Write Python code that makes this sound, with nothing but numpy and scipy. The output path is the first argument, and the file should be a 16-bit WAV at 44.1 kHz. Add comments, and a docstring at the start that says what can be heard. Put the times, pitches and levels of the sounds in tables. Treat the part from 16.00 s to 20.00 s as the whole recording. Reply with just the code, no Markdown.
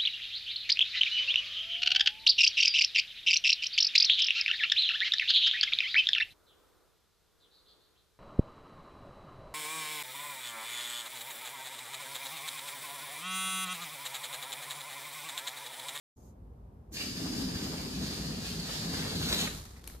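"""A balloon on a string is let go at the far end of a carpeted meeting room and flies toward the mic.
Air hisses through its neck, whose resonance sinks as it empties; the jet rumbles and roars, the rubber
flutters and flaps, and the body hums while it is full. The spent balloon slides on, and the straw that
carries it ticks to a stop at the end of the string. Ventilation rumbles underneath."""
import sys
import numpy as np
from scipy import signal
from scipy.fft import rfft, irfft, next_fast_len
from scipy.io import wavfile
from scipy.ndimage import map_coordinates

SR = 44100
rng = np.random.default_rng(int(sys.argv[2]) if len(sys.argv) > 2 else 0)


def generate_wav(sig):
    """Save sig (samples, or channels by samples) to the path in sys.argv[1] as 16-bit PCM at SR."""
    pcm = np.round(np.clip(np.atleast_2d(sig).T, -1, 1) * 32767).astype(np.int16)
    wavfile.write(sys.argv[1], SR, pcm)


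N = 176400

# the balloon's flight toward the mic (time [s], distance [m])
FLIGHT_PATH = [(1, 5.4), (2, 5.45), (2.75, 6.1), (3.25, 3.3), (3.5, 2.4), (3.75, 1.3)]


def amp(db):
    """Decibels to gain."""
    return 10 ** (np.asarray(db) / 20)


def unit(x):
    """Scale to rms 1."""
    return x / np.sqrt(np.mean(x ** 2) + 1e-20)


def along(points, hz):
    """Read (frequency [Hz], value) points on a log frequency axis."""
    freqs, values = np.transpose(points)
    return np.interp(np.log(hz + 1), np.log(freqs + 1), values)


def curve(rows):
    """Automation from (time [s], value) points, one value per sample."""
    return np.interp(np.arange(N) / SR, *np.transpose(rows))


def level(rows):
    """Gain from (time [s], level [dB]) points, silent before the first and after the last."""
    t = np.arange(N) / SR
    return amp(curve(rows)) * (t >= rows[0][0]) * (t <= rows[-1][0])


def wobble(rate):
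    """Smooth random modulation, rate knots a second."""
    return map_coordinates(rng.standard_normal(N // 8), [np.arange(N) * rate / SR], mode="wrap")


def filtered(x, response):
    """EQ x with a gain that is a function of frequency."""
    size = next_fast_len(x.shape[-1] + SR // 2)
    return irfft(rfft(x, size) * response(np.fft.rfftfreq(size, 1 / SR)), size)[..., :x.shape[-1]]


def noise(colour):
    """Mono noise of rms 1 with the given spectrum."""
    return unit(filtered(rng.standard_normal(N), lambda hz: amp(along(colour, hz))))


def burst(colour, start, db, t60, attack_s):
    """A short decaying puff of coloured noise."""
    age = np.maximum(np.arange(N) / SR - start, 0)
    return noise(colour) * amp(db - 60 * age / t60) * (1 - np.exp(-age / attack_s))


def spread(pair):
    """Two unrelated signals become a diffuse field at the two mic ports."""
    # likeness of left and right (frequency [Hz], coherence [-1..1])
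    coherence = [(100, 0.99), (250, 0.97), (400, 0.66), (600, 0.22), (900, -0.059), (2500, 0.14),
                 (3400, 0.33), (5000, 0.042), (6500, -0.19), (12000, 0.087)]
    angle = lambda hz: np.arccos(np.clip(along(coherence, hz), -1, 1)) / 2
    mid, side = filtered(pair, lambda hz: np.array([np.cos(angle(hz)), np.sin(angle(hz))]))
    return np.array([mid + side, mid - side])


def diffuse(colour):
    """Stereo noise of rms 1 that fills the room."""
    return unit(spread(np.array([noise(colour), noise(colour)])))


def delayed(x, seconds):
    """x heard after a steady or changing delay."""
    return map_coordinates(x, [np.arange(N) - seconds * SR], order=3)


def room(x):
    """Stereo reverb; each frequency dies at its own speed."""
    # decay of the carpeted room (frequency [Hz], t60 [s])
    decay = [(150, 1), (1000, 0.19), (4000, 0.49), (8000, 0.65), (14000, 0.62)]
    hz, t, spectrum = signal.stft(rng.standard_normal((2, SR // 2)), SR, nperseg=256)
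    fade = amp(-60 * t / along(decay, hz)[:, None])
    tail = spread(signal.istft(spectrum * fade, SR)[1])
    tail = np.pad(tail, ((0, 0), (SR // 200, 0)))  # 5 ms pre-delay
    return signal.fftconvolve(x[None], tail / np.linalg.norm(tail[0]), axes=1)[:, :N]


def moving_room(x, count=32):
    """Each stretch of the flight excites its own reverb tail."""
    wet = np.zeros((2, N))
    for stretch in np.array_split(np.arange(N), count):
        if x[stretch].any():
            tail = room(x[stretch])[:, :N - stretch[0]]
            wet[:, stretch[0]:stretch[0] + tail.shape[1]] += tail
    return wet


def leak():
    """Air escapes through the pinched neck in a thin hiss."""
    # a small leak, then the fingers open (time [s], level [dB])
    envelope = [(.15, -110), (.17, -71.5), (.27, -67), (.31, -71.5), (.4, -110), (.9, -100), (.927, -51),
                (.95, -45), (1, -68)]
    # narrow, airy treble (frequency [Hz], level [dB])
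    colour = [(2800, -18), (4200, -10), (5800, -4), (6600, 3.5), (8000, -7.5), (14000, -6.5)]
    return level(envelope) * diffuse(colour)


def ventilation(db=-50, start_s=0.16, fade_s=0.021):
    """The ventilation lays a steady bed of room tone."""
    # bass-heavy air noise (frequency [Hz], level [dB])
    colour = [(22, -38), (46, -3.5), (62, 1.5), (110, -8.5), (160, -14.5), (235, -14.5), (300, -22),
              (430, -21.5), (600, -27), (950, -30), (1300, -39.5), (1800, -48), (3000, -55), (7500, -59.5),
              (14000, -57)]
    return amp(db) * diffuse(colour) * curve([(start_s, 0), (start_s + fade_s, 1)])


def rumble(rough_db=1.5):
    """Low eddies of the jet boom in the room."""
    # strength of the eddies (time [s], level [dB])
    envelope = [(.9, -73), (.96, -48.5), (1.12, -43.5), (1.24, -40.5), (1.4, -35.5), (1.6, -39), (1.8, -41),
                (2.05, -37.5), (2.4, -39.5), (2.6, -42.5), (2.78, -40.5), (2.87, -37), (3.1, -38),
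                (3.2, -35), (3.45, -37.5), (3.56, -44.5), (3.68, -70)]
    # their low boom (frequency [Hz], level [dB])
    colour = [(25, -28), (55, -5), (90, -3.5), (125, -7), (165, 4.5), (210, -1), (255, -2.5), (330, -11),
              (430, -11), (600, -32.5), (1200, -52)]
    return level(envelope) * unit(diffuse(colour) * amp(rough_db * wobble(rate=18)))


def hum():
    """The balloon hums hollowly while it is full."""
    # early swell, gone as it empties (time [s], level [dB])
    envelope = [(.92, -52), (1.13, -45), (1.22, -38), (1.42, -38), (1.58, -47), (2.1, -45), (2.6, -87)]
    # one low, hollow peak (frequency [Hz], level [dB])
    colour = [(170, -41), (228, -2.5), (258, 4.5), (305, 0.5), (345, -12), (400, -13), (480, -40)]
    return level(envelope) * diffuse(colour)


def hiss(waver_hz=110, treble_db_per_m=1.04, treble_hz=11000, rough_db=1.8, rasp_db=3.2):
    """Turbulent air through the moving resonances of the neck; the last gush has a fine rasp."""
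    # raw turbulence (frequency [Hz], level [dB])
    colour = [(150, -23), (450, -1.5), (800, -5), (1200, -4), (1600, 2.5), (2250, -2), (2750, 0),
              (3150, 2.5), (3700, 3.5), (5800, -0.5), (8000, -4.5), (10500, -6), (14500, -9.5)]
    # the neck's main and upper resonances, and the hollow one of its slack lip
    # (time [s], centre [Hz], half width [Hz], boost [dB])
    main = [(.95, 4720, 220, 10), (1.15, 4950, 180, 12.5), (1.6, 4850, 200, 10.5), (1.95, 4650, 280, 9),
            (2.95, 4680, 350, 8.8), (3.22, 4300, 280, 10.5), (3.36, 4000, 280, 10.5),
            (3.47, 3700, 240, 6.5)]
    upper = [(.95, 6750, 330, 2), (2.7, 6750, 350, 2), (3.15, 6800, 350, -1), (3.42, 6650, 400, 5)]
    lip = [(2.6, 1900, 170, -14), (2.82, 1850, 170, 2), (3.05, 1650, 170, 5), (3.22, 1550, 170, -10)]
    hz, t, spectrum = signal.stft(noise(colour), SR, nperseg=512)
    waver = np.interp(t, np.arange(N) / SR, waver_hz * wobble(rate=35))  # the soft neck trembles
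    power = 1
    for resonance in (main, upper, lip):
        times, *columns = np.transpose(resonance)
        centre, width, db = [np.interp(t, times, column) for column in columns]
        power = power + amp(db) ** 2 / (1 + ((hz[:, None] - centre - waver) / width) ** 2)
    # the hiss brightens as the balloon nears
    nearer_m = FLIGHT_PATH[0][1] - np.interp(t, *np.transpose(FLIGHT_PATH))
    treble = amp(treble_db_per_m * nearer_m * np.minimum(hz[:, None] / treble_hz, 1) ** 2)
    air = signal.istft(spectrum * np.sqrt(power) * treble, SR)[1][:N]
    gush = curve([(3.2, 0), (3.3, 1)])
    flicker_db = (1 - gush) * rough_db * wobble(rate=70) + gush * rasp_db * wobble(rate=320)
    return unit(air * amp(flicker_db))


def flutter(depth_db=7):
    """The rubber neck flaps unevenly and chops the air into puffs."""
    # flutter against the hiss, strongest at launch and at the end (time [s], level [dB])
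    balance = [(.95, -14), (1, -6.5), (1.12, -15), (2.4, -12), (2.8, -13), (3.2, -15), (3.33, -7),
               (3.48, -6)]
    # upper-midrange bite (frequency [Hz], level [dB])
    colour = [(200, -20), (500, -4), (1150, -4), (1600, -1), (2300, 6), (2800, 11.5), (3200, -2),
              (3650, -15.5), (4500, -47), (12000, -30)]
    return amp(curve(balance)) * unit(noise(colour) * amp(depth_db * wobble(rate=140)))


def jet(direct_db=-2.5, send_db=1, send_db_per_m=2.5, port_lag_s=.000136, sound_m_per_s=343):
    """Hiss, flutter and flaps, with wall and ceiling echoes that shift as the balloon approaches."""
    # hiss and flutter together (time [s], level [dB])
    envelope = [(.922, -60), (.945, -40.5), (.975, -40.5), (1.05, -41), (1.11, -44.5), (1.22, -42),
                (1.53, -44), (1.6, -40.5), (1.92, -45.5), (2.04, -40.5), (2.39, -47), (2.445, -40.5),
                (2.62, -47), (2.68, -41.5), (2.8, -41.5), (2.88, -43), (2.97, -38.5), (3.06, -40),
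                (3.15, -40), (3.275, -35), (3.31, -32), (3.465, -34.5), (3.49, -53), (3.6, -83)]
    # surfaces beside the flight (extra sideways path [m], echo [dB])
    surfaces = [(1.3, -14), (2.6, -3)]
    air = level(envelope) * (hiss() + flutter()) + flaps()
    metres = curve(FLIGHT_PATH)
    echoes = sum(amp(db) * delayed(air, (np.hypot(metres, side) - metres) / sound_m_per_s)
                 for side, db in surfaces)
    near = air + echoes
    near = near * np.std(air) / np.std(near)  # the echoes add colour, not level
    ports = np.array([delayed(near, port_lag_s), near])
    send = amp(send_db + send_db_per_m * (metres - metres[0]))  # drier when closer
    return ports * amp(direct_db) + moving_room(air * send)


def roar(rough_db=2.2):
    """The spreading jet roars softly and unevenly in the midrange."""
    # growing as the balloon nears (time [s], level [dB])
    envelope = [(.94, -81), (1, -53), (1.12, -59), (1.22, -50), (1.52, -50), (1.7, -47.5), (2.1, -49),
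                (2.6, -52.5), (2.8, -48.5), (2.89, -48.5), (2.98, -46.5), (3.08, -43), (3.23, -49.5),
                (3.34, -39), (3.47, -43.5), (3.53, -55), (3.65, -75)]
    # breathy body (frequency [Hz], level [dB])
    colour = [(250, -9.5), (420, 0.5), (560, -2.5), (780, -2), (1000, -4.5), (1300, -7), (1750, -13.5),
              (2300, -17), (4000, -35)]
    return level(envelope) * unit(diffuse(colour) * amp(rough_db * wobble(rate=50)))


def flaps():
    """The slack neck gives single flaps as the air runs out."""
    # each flap (time [s], level [dB], t60 [s])
    hits = [(3.022, -33, .045), (3.064, -34, .045), (3.333, -27, .025), (3.372, -28, .02),
            (3.471, -20, .026), (3.507, -31, .022), (3.76, -44, .04), (3.791, -46, .025)]
    # rubbery midrange slap (frequency [Hz], level [dB])
    colour = [(300, -16), (1000, -9), (1550, -1), (2000, 3), (2500, -2), (3300, -17), (12000, -32)]
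    return sum(burst(colour, start, db, t60, attack_s=0.0041) for start, db, t60 in hits)


def slide(grain_db=2.4):
    """The straw scrapes along the string as the spent balloon coasts."""
    # strength of the scrape (time [s], level [dB])
    envelope = [(3.3, -66), (3.55, -46), (3.7, -54.5), (3.78, -55.5), (3.82, -61.5), (3.89, -51),
                (3.96, -58), (4, -67)]
    # friction noise (frequency [Hz], level [dB])
    colour = [(150, 11), (500, -2), (1300, 0), (2800, -8), (4000, -1.5), (5500, -4), (14000, -11)]
    return level(envelope) * unit(diffuse(colour) * amp(grain_db * wobble(rate=330)))


def tick(start, db, t60, top_hz, attack_s=.0004, crack_db=2):
    """One contact: a crack and the brief ring of the straw, duller when the contact is soft."""
    # modes of the straw (frequency [Hz], level [dB])
    modes = [(2300, -9), (4250, -8), (9100, -9)]
    # bright crack of the contact (frequency [Hz], level [dB])
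    colour = [(200, -6.5), (6500, -1), (10000, 3), (14000, 4)]
    age = np.maximum(np.arange(N) / SR - start, 0)
    loss_db = lambda hz: 20 * np.log10(np.hypot(1, (hz / top_hz) ** 2))
    ring = sum((-1) ** k * amp(mode_db - loss_db(hz)) * np.sin(2 * np.pi * hz * age)
               for k, (hz, mode_db) in enumerate(modes))
    dulled = [(hz, band_db - loss_db(hz)) for hz, band_db in colour]
    crack = burst(dulled, start, db + crack_db, t60, attack_s)
    return ring * amp(db - 60 * age / t60) * (1 - np.exp(-age / attack_s)) + crack


def end_stop(left_db=3, send_db=-3.5):
    """Straw and rubber tick against the end of the string, left of centre."""
    # each contact (time [s], level [dB], t60 [s], low-pass [Hz])
    contacts = [(3.841, -43, 0.0097, 5600), (3.8751, -29.5, 0.012, 15100), (3.899, -45, 0.01, 2600),
                (3.948, -48.5, 0.032, 1060)]
    ticks = sum(tick(*contact) for contact in contacts)
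    return ticks * amp([[left_db], [-left_db]]) + amp(send_db) * room(ticks)


def scene():
    """The stereo mix: flight, arrival and room tone, with the balloon's low end leaning left."""
    rush = jet() + roar()
    low_end = (rumble() + hum()) * amp([[.5], [-.5]])
    return rush + low_end + end_stop() + slide() + ventilation() + leak()


def record(dry):
    """A steep low-pass takes off the very top."""
    top_hz, edge_hz = 14700, 70
    return filtered(dry, lambda hz: .5 - .5 * np.tanh((hz - top_hz) / edge_hz))


dry = scene()
out = record(dry)
generate_wav(out)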